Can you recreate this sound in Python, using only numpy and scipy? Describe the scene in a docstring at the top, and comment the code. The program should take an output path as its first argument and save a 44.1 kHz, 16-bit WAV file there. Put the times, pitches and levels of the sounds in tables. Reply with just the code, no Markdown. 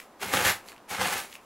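"""Rolling pin over bagged cookies

Close to a wooden table in a small kitchen, heard almost in mono. A wooden pin is pushed twice over
cookies in a plastic bag. They give way in dense crumbling with a few hard snaps, which set pin and
table ringing; the film rustles under the pin and ticks as it relaxes."""
import sys
import numpy as np
from scipy import signal
from scipy.fft import rfft, irfft
from scipy.io import wavfile
from scipy.ndimage import uniform_filter1d

SR = 44100
rng = np.random.default_rng(int(sys.argv[2]) if len(sys.argv) > 2 else 0)


def inscribe(sig):
    """Save sig as 16-bit PCM at rate SR to the path in sys.argv[1].

    A 1-D sig is mono; a 2-D sig holds one channel per row.
    Samples are clipped to [-1, 1] before scaling.
    """
    pcm = np.round(np.clip(np.atleast_2d(sig).T, -1, 1) * 32767)
    wavfile.write(sys.argv[1], SR, pcm.astype(np.int16))


N = 63945
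TIME = np.arange(N) / SR

# modes of pin and table: f/Hz, width/Hz, level in the first push/dB, level in the second/dB
WOOD_MODES = [(388, 22, 6.5, -2), (523, 41, 7, -2.5), (718, 20, -4, -9), (791, 37, 0, 8.5),
              (825, 62, 8.5, 9.5), (1204, 94, -2, -1.5), (1280, 61, -14, -13), (1526, 90, -3.5, -6),
              (1698, 91, -3.5, -11), (2120, 140, -3, -14), (2180, 35, -22, -30), (2670, 135, -4, -9.5)]


def from_db(db):
    """Decibels to gain."""
    return 10 ** (np.asarray(db) / 20)


def unit_power(x):
    """Scale to unit power."""
    return x / np.sqrt(np.mean(x ** 2) + 1e-20)


def level(rows):
    """Gain along a curve of t/s, level/dB; silent outside it."""
    t, db = np.transpose(rows)
    return from_db(np.interp(TIME, np.sort(t), db, left=-120, right=-120))


def decay(t60_s):
    """Envelope that falls by 60 dB in t60_s."""
    return np.exp(-np.log(1000) * TIME / t60_s)


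def butter(x, hz, kind, order=2):
    """Causal low-, high- or band-pass."""
    return signal.sosfilt(signal.butter(order, hz, kind, fs=SR, output="sos"), x + 1e-18)


def colour(x, outline):
    """Minimum-phase filter of unit energy that follows an outline of f/Hz, level/dB."""
    size = 2 ** 13
    hz, db = np.transpose(outline)
    grid_hz = np.maximum(np.arange(size // 2 + 1) * SR / size, 1)
    gain = from_db(np.interp(np.log(grid_hz), np.log(hz), db))
    cepstrum = irfft(np.log(gain))
    cepstrum[1:size // 2] *= 2
    cepstrum[size // 2 + 1:] = 0
    response = irfft(np.exp(rfft(cepstrum)))
    return signal.fftconvolve(x, response / np.linalg.norm(response))[:N]


def resonance(x, hz, width_hz):
    """Two-pole resonance with gain 1 at its peak."""
    radius = np.exp(-np.pi * width_hz / SR)
    feedforward = np.array([1, 0, -1]) * (1 - radius ** 2) / 2
    feedback = [1, -2 * radius * np.cos(2 * np.pi * hz / SR), radius ** 2]
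    return signal.lfilter(feedforward, feedback, x + 1e-18)


def grains(per_s, spread_db, clump_db):
    """Tiny clicks of uneven size that come in clumps; power evened to 1 over some 20 ms."""
    sizes = from_db(spread_db * np.minimum(rng.exponential(1, N), 5)) * rng.choice([-1, 1], N)
    clumps = from_db(clump_db * unit_power(butter(rng.standard_normal(N), 178, "low")))
    clicks = sizes * clumps * (rng.random(N) < per_s / SR)
    power = uniform_filter1d(uniform_filter1d(clicks ** 2, size=700), size=700)
    return clicks / np.sqrt(np.maximum(power, 1e-6))


def room_tone():
    """Steady low noise of the kitchen."""
    # spectrum of the room noise: f/Hz, level/dB
    air_colour = [(20, -7), (50, -6.5), (150, -10), (185, -1.5), (240, 1), (400, 1.5), (1100, 1.5),
                  (2000, -11.5), (4000, -19), (8000, -24), (16000, -28.5)]
    return from_db(-54) * colour(rng.standard_normal(N), air_colour)


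def film_rustle():
    """The plastic film crinkles under the pin in dense, bright clicks."""
    # course of the rustle: t/s, level/dB
    rustle = [(0.0, -44), (0.096, -75), (0.184, -72), (0.214, -37), (0.23, -35), (0.262, -38.5),
              (0.318, -36), (0.338, -25), (0.382, -30), (0.436, -31), (0.452, -23), (0.496, -24),
              (0.622, -62.5), (0.678, -49.5), (0.686, -45), (0.766, -67), (0.868, -76), (0.896, -39.5),
              (0.908, -35.5), (0.992, -49), (1.016, -34), (1.11, -33.5), (1.13, -28.5), (1.154, -38.5),
              (1.182, -32), (1.288, -52.5), (1.352, -46), (1.388, -68), (1.45, -62.5)]
    # spectrum of the film: f/Hz, level/dB
    film_colour = [(200, -8), (900, -6), (2200, 6.5), (3500, 0.5), (5200, -1.5), (7300, 0), (9500, -3),
                   (11600, 2), (12700, -7.5), (14000, -11), (16000, -2.5)]
    t, db = np.transpose(rustle)
    envelope = from_db(np.interp(TIME, t, db) - 2)
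    crinkles = grains(per_s=7000, spread_db=2.5, clump_db=2.13)
    return colour(envelope * crinkles, film_colour)


def film_ticks():
    """Single creases flip with a sharp edge and ring for a few cycles."""
    # crease flips: t/s, level/dB, f/Hz
    flips = [(0.001, -28.5, 1900), (0.6863, -30, 4400), (0.6881, -34, 1720), (0.7194, -33, 2260),
             (0.7265, -36, 1570), (0.7295, -34, 1740), (0.7633, -37.5, 2500), (0.78, -41, 2960),
             (1.3268, -34, 3450), (1.3294, -33, 2900), (1.354, -28, 2720)]
    out = np.zeros(N)
    for t, db, hz in flips:
        start = int(t * SR)
        edge = from_db(-3) * butter(rng.standard_normal(N), [hz / 2, 2 * hz], "band", order=1)
        tick = (np.sin(2 * np.pi * hz * TIME) + edge) * decay(t60_s=0.0044)
        out[start:] += from_db(db) * tick[:N - start]
    return out


def crumbling():
    """Countless tiny fractures: two collapses in the first push, one long grind in the second."""
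    # one curve for each crush: t/s, level/dB
    crushes = [
        [(0.195, -51), (0.212, -42.5), (0.226, -29), (0.258, -37.5), (0.306, -36.5), (0.325, -33), (0.345, -25),
         (0.385, -32), (0.41, -25), (0.445, -34.5)],
        [(0.432, -39), (0.451, -22), (0.497, -22), (0.525, -32), (0.575, -65)],
        [(0.88, -57.5), (0.912, -33.5), (0.95, -31.5), (0.978, -35), (1.018, -23.5), (1.045, -30.5),
         (1.065, -25.5), (1.1, -33.5), (1.128, -29.5), (1.155, -32.5), (1.19, -32.5), (1.214, -45.5),
         (1.25, -42.5), (1.28, -70)],
    ]
    # band of each crush: lowest f/Hz, highest f/Hz
    bands = [(90, 4100), (537, 4600), (130, 8500)]
    out = np.zeros(N)
    for crush, band_hz in zip(crushes, bands):
        fractures = level(crush) * grains(per_s=7000, spread_db=2.5, clump_db=2)
        out += butter(fractures, band_hz, "band", order=1)
    return from_db(-2.5) * out


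def snaps():
    """Each snap is one sharp pulse with a short spill of crumbs, dulled by the cookie above it."""
    # hard breaks: t/s, level/dB, low-pass f/Hz
    breaks = [(0.2245, -25, 3950), (0.3375, -2.5, 7000), (0.3465, -14.5, 700), (0.3535, -6, 810),
              (0.3714, -2, 2850), (0.3754, -7.5, 3000), (0.3785, -7, 2500), (0.405, -11, 7050),
              (0.4496, -15, 4500), (0.4657, -5, 3020), (0.4955, -17.5, 3520), (1.0195, -37, 1310),
              (1.057, -5.5, 1310), (1.0592, -9.5, 2000), (1.129, -17, 6000)]
    spill_db, spill_s = -17.5, 0.0035
    out = np.zeros(N)
    for t, db, hz in breaks:
        start = int(t * SR)
        pulse = from_db(spill_db) * rng.standard_normal(N) * np.exp(-TIME / spill_s)
        pulse[0] = -1  # the break itself
        out[start:] += from_db(db) * butter(pulse, hz, "low", order=1)[:N - start]
    return out


def cookies():
    """Crumbling and snaps, direct and through the wood, whose modes change level with the pin's place."""
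    # spectrum of breaking cookie: f/Hz, level/dB
    crumb_colour = [(40, -47), (150, -4.5), (350, -4.5), (800, -5), (1200, -2.5), (1800, -1.5), (2700, -5),
                    (3500, -6.5), (5500, -10), (10000, -11), (16000, -17)]
    second_push_s = 0.8
    force = colour(crumbling() + snaps(), crumb_colour)
    wood = np.zeros(N)
    for hz, width_hz, first_db, second_db in WOOD_MODES:
        coupling = from_db(np.where(TIME < second_push_s, first_db, second_db))
        wood += resonance(force * coupling, hz, width_hz)
    return from_db(-0.5) * force + from_db(0.5) * wood


def table_thuds():
    """The pin drops as a cookie gives way and sets the low modes of the table top thudding."""
    # drops of the pin: t/s, level/dB
    jolts = [(0.227, -43), (0.264, -37), (0.3395, -29), (0.37, -55), (0.406, -37), (0.457, -28),
             (0.496, -74), (0.911, -38.5), (0.99, -31), (1.021, -36), (1.052, -62), (1.149, -42)]
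    # modes of the table top: f/Hz, level/dB, T60/s
    table_modes = [(96.3, -2, 0.24), (116, -4.5, 0.26), (186.9, 0, 0.23)]
    spread_db = 3
    out = np.zeros(N)
    for t, db in jolts:
        start = int(t * SR)
        for hz, mode_db, t60_s in table_modes:
            ring = np.sin(2 * np.pi * hz * TIME) * decay(t60_s)
            gain = from_db(db + mode_db + spread_db * rng.standard_normal())
            out[start:] += gain * ring[:N - start]
    return from_db(-6) * butter(out, [70, 403], "band")


def roll_back():
    """The bare pin rolls back between the pushes; its light contact hums in the lower wood modes."""
    # course of the roll: t/s, level/dB
    roll = [(0.54, -60), (0.6, -56.5), (0.72, -70), (0.8, -68)]
    contact = butter(rng.standard_normal(N), 870, "low")
    hum = sum(resonance(contact * from_db(db), hz, width_hz) for hz, width_hz, db, _ in WOOD_MODES)
    return level(roll) * unit_power(hum)


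def diffuse_tail(x):
    """A short, dense decay that keeps changing; the treble dies sooner."""
    step_s, delay_s, treble_hz = 0.1, 0.002, 1850
    out = np.zeros(N)
    for centre in np.arange(0, TIME[-1] + step_s, step_s):
        # each overlapping stretch gets a tail of its own
        window = np.cos(np.pi / 2 * np.minimum(np.abs(TIME - centre) / step_s, 1))
        noise = rng.standard_normal(N) * (TIME > delay_s)
        low = butter(noise, treble_hz, "low", order=1)
        treble = noise - low
        tail = (low * decay(t60_s=0.26) + treble * decay(t60_s=0.18))[:N // 4]
        out += signal.fftconvolve(x * window, tail / np.linalg.norm(tail))[:N]
    return out


def side_hiss(mid, crush):
    """A very faint, mostly high hiss that swells with the crushing over a steady floor."""
    # spectrum of the steady hiss: f/Hz, level/dB
    hiss_colour = [(20, -12), (100, -9), (500, -13), (2000, -17), (16000, -12)]
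    treble = butter(crush, 6800, "high", order=4)
    swell = diffuse_tail(from_db(-48) * mid + from_db(-33) * treble)
    return swell + from_db(-70) * colour(rng.standard_normal(N), hiss_colour)


def scene():
    """Heard almost in mono; a very faint, mostly high hiss differs between left and right."""
    crush = cookies() + film_rustle() + film_ticks()
    direct = crush + room_tone() + table_thuds() + roll_back()
    kitchen = from_db(-7) * diffuse_tail(crush)  # reflections change as pin and hands move
    mid = direct + kitchen
    side = side_hiss(mid, crush)
    return np.array([mid + side, mid - side])


def record(dry):
    """The top is cut steeply."""
    cutoff_hz = 15750
    return signal.sosfilt(signal.ellip(12, .2, 80, cutoff_hz, fs=SR, output="sos"), dry)


dry = scene()
out = record(dry)
inscribe(out)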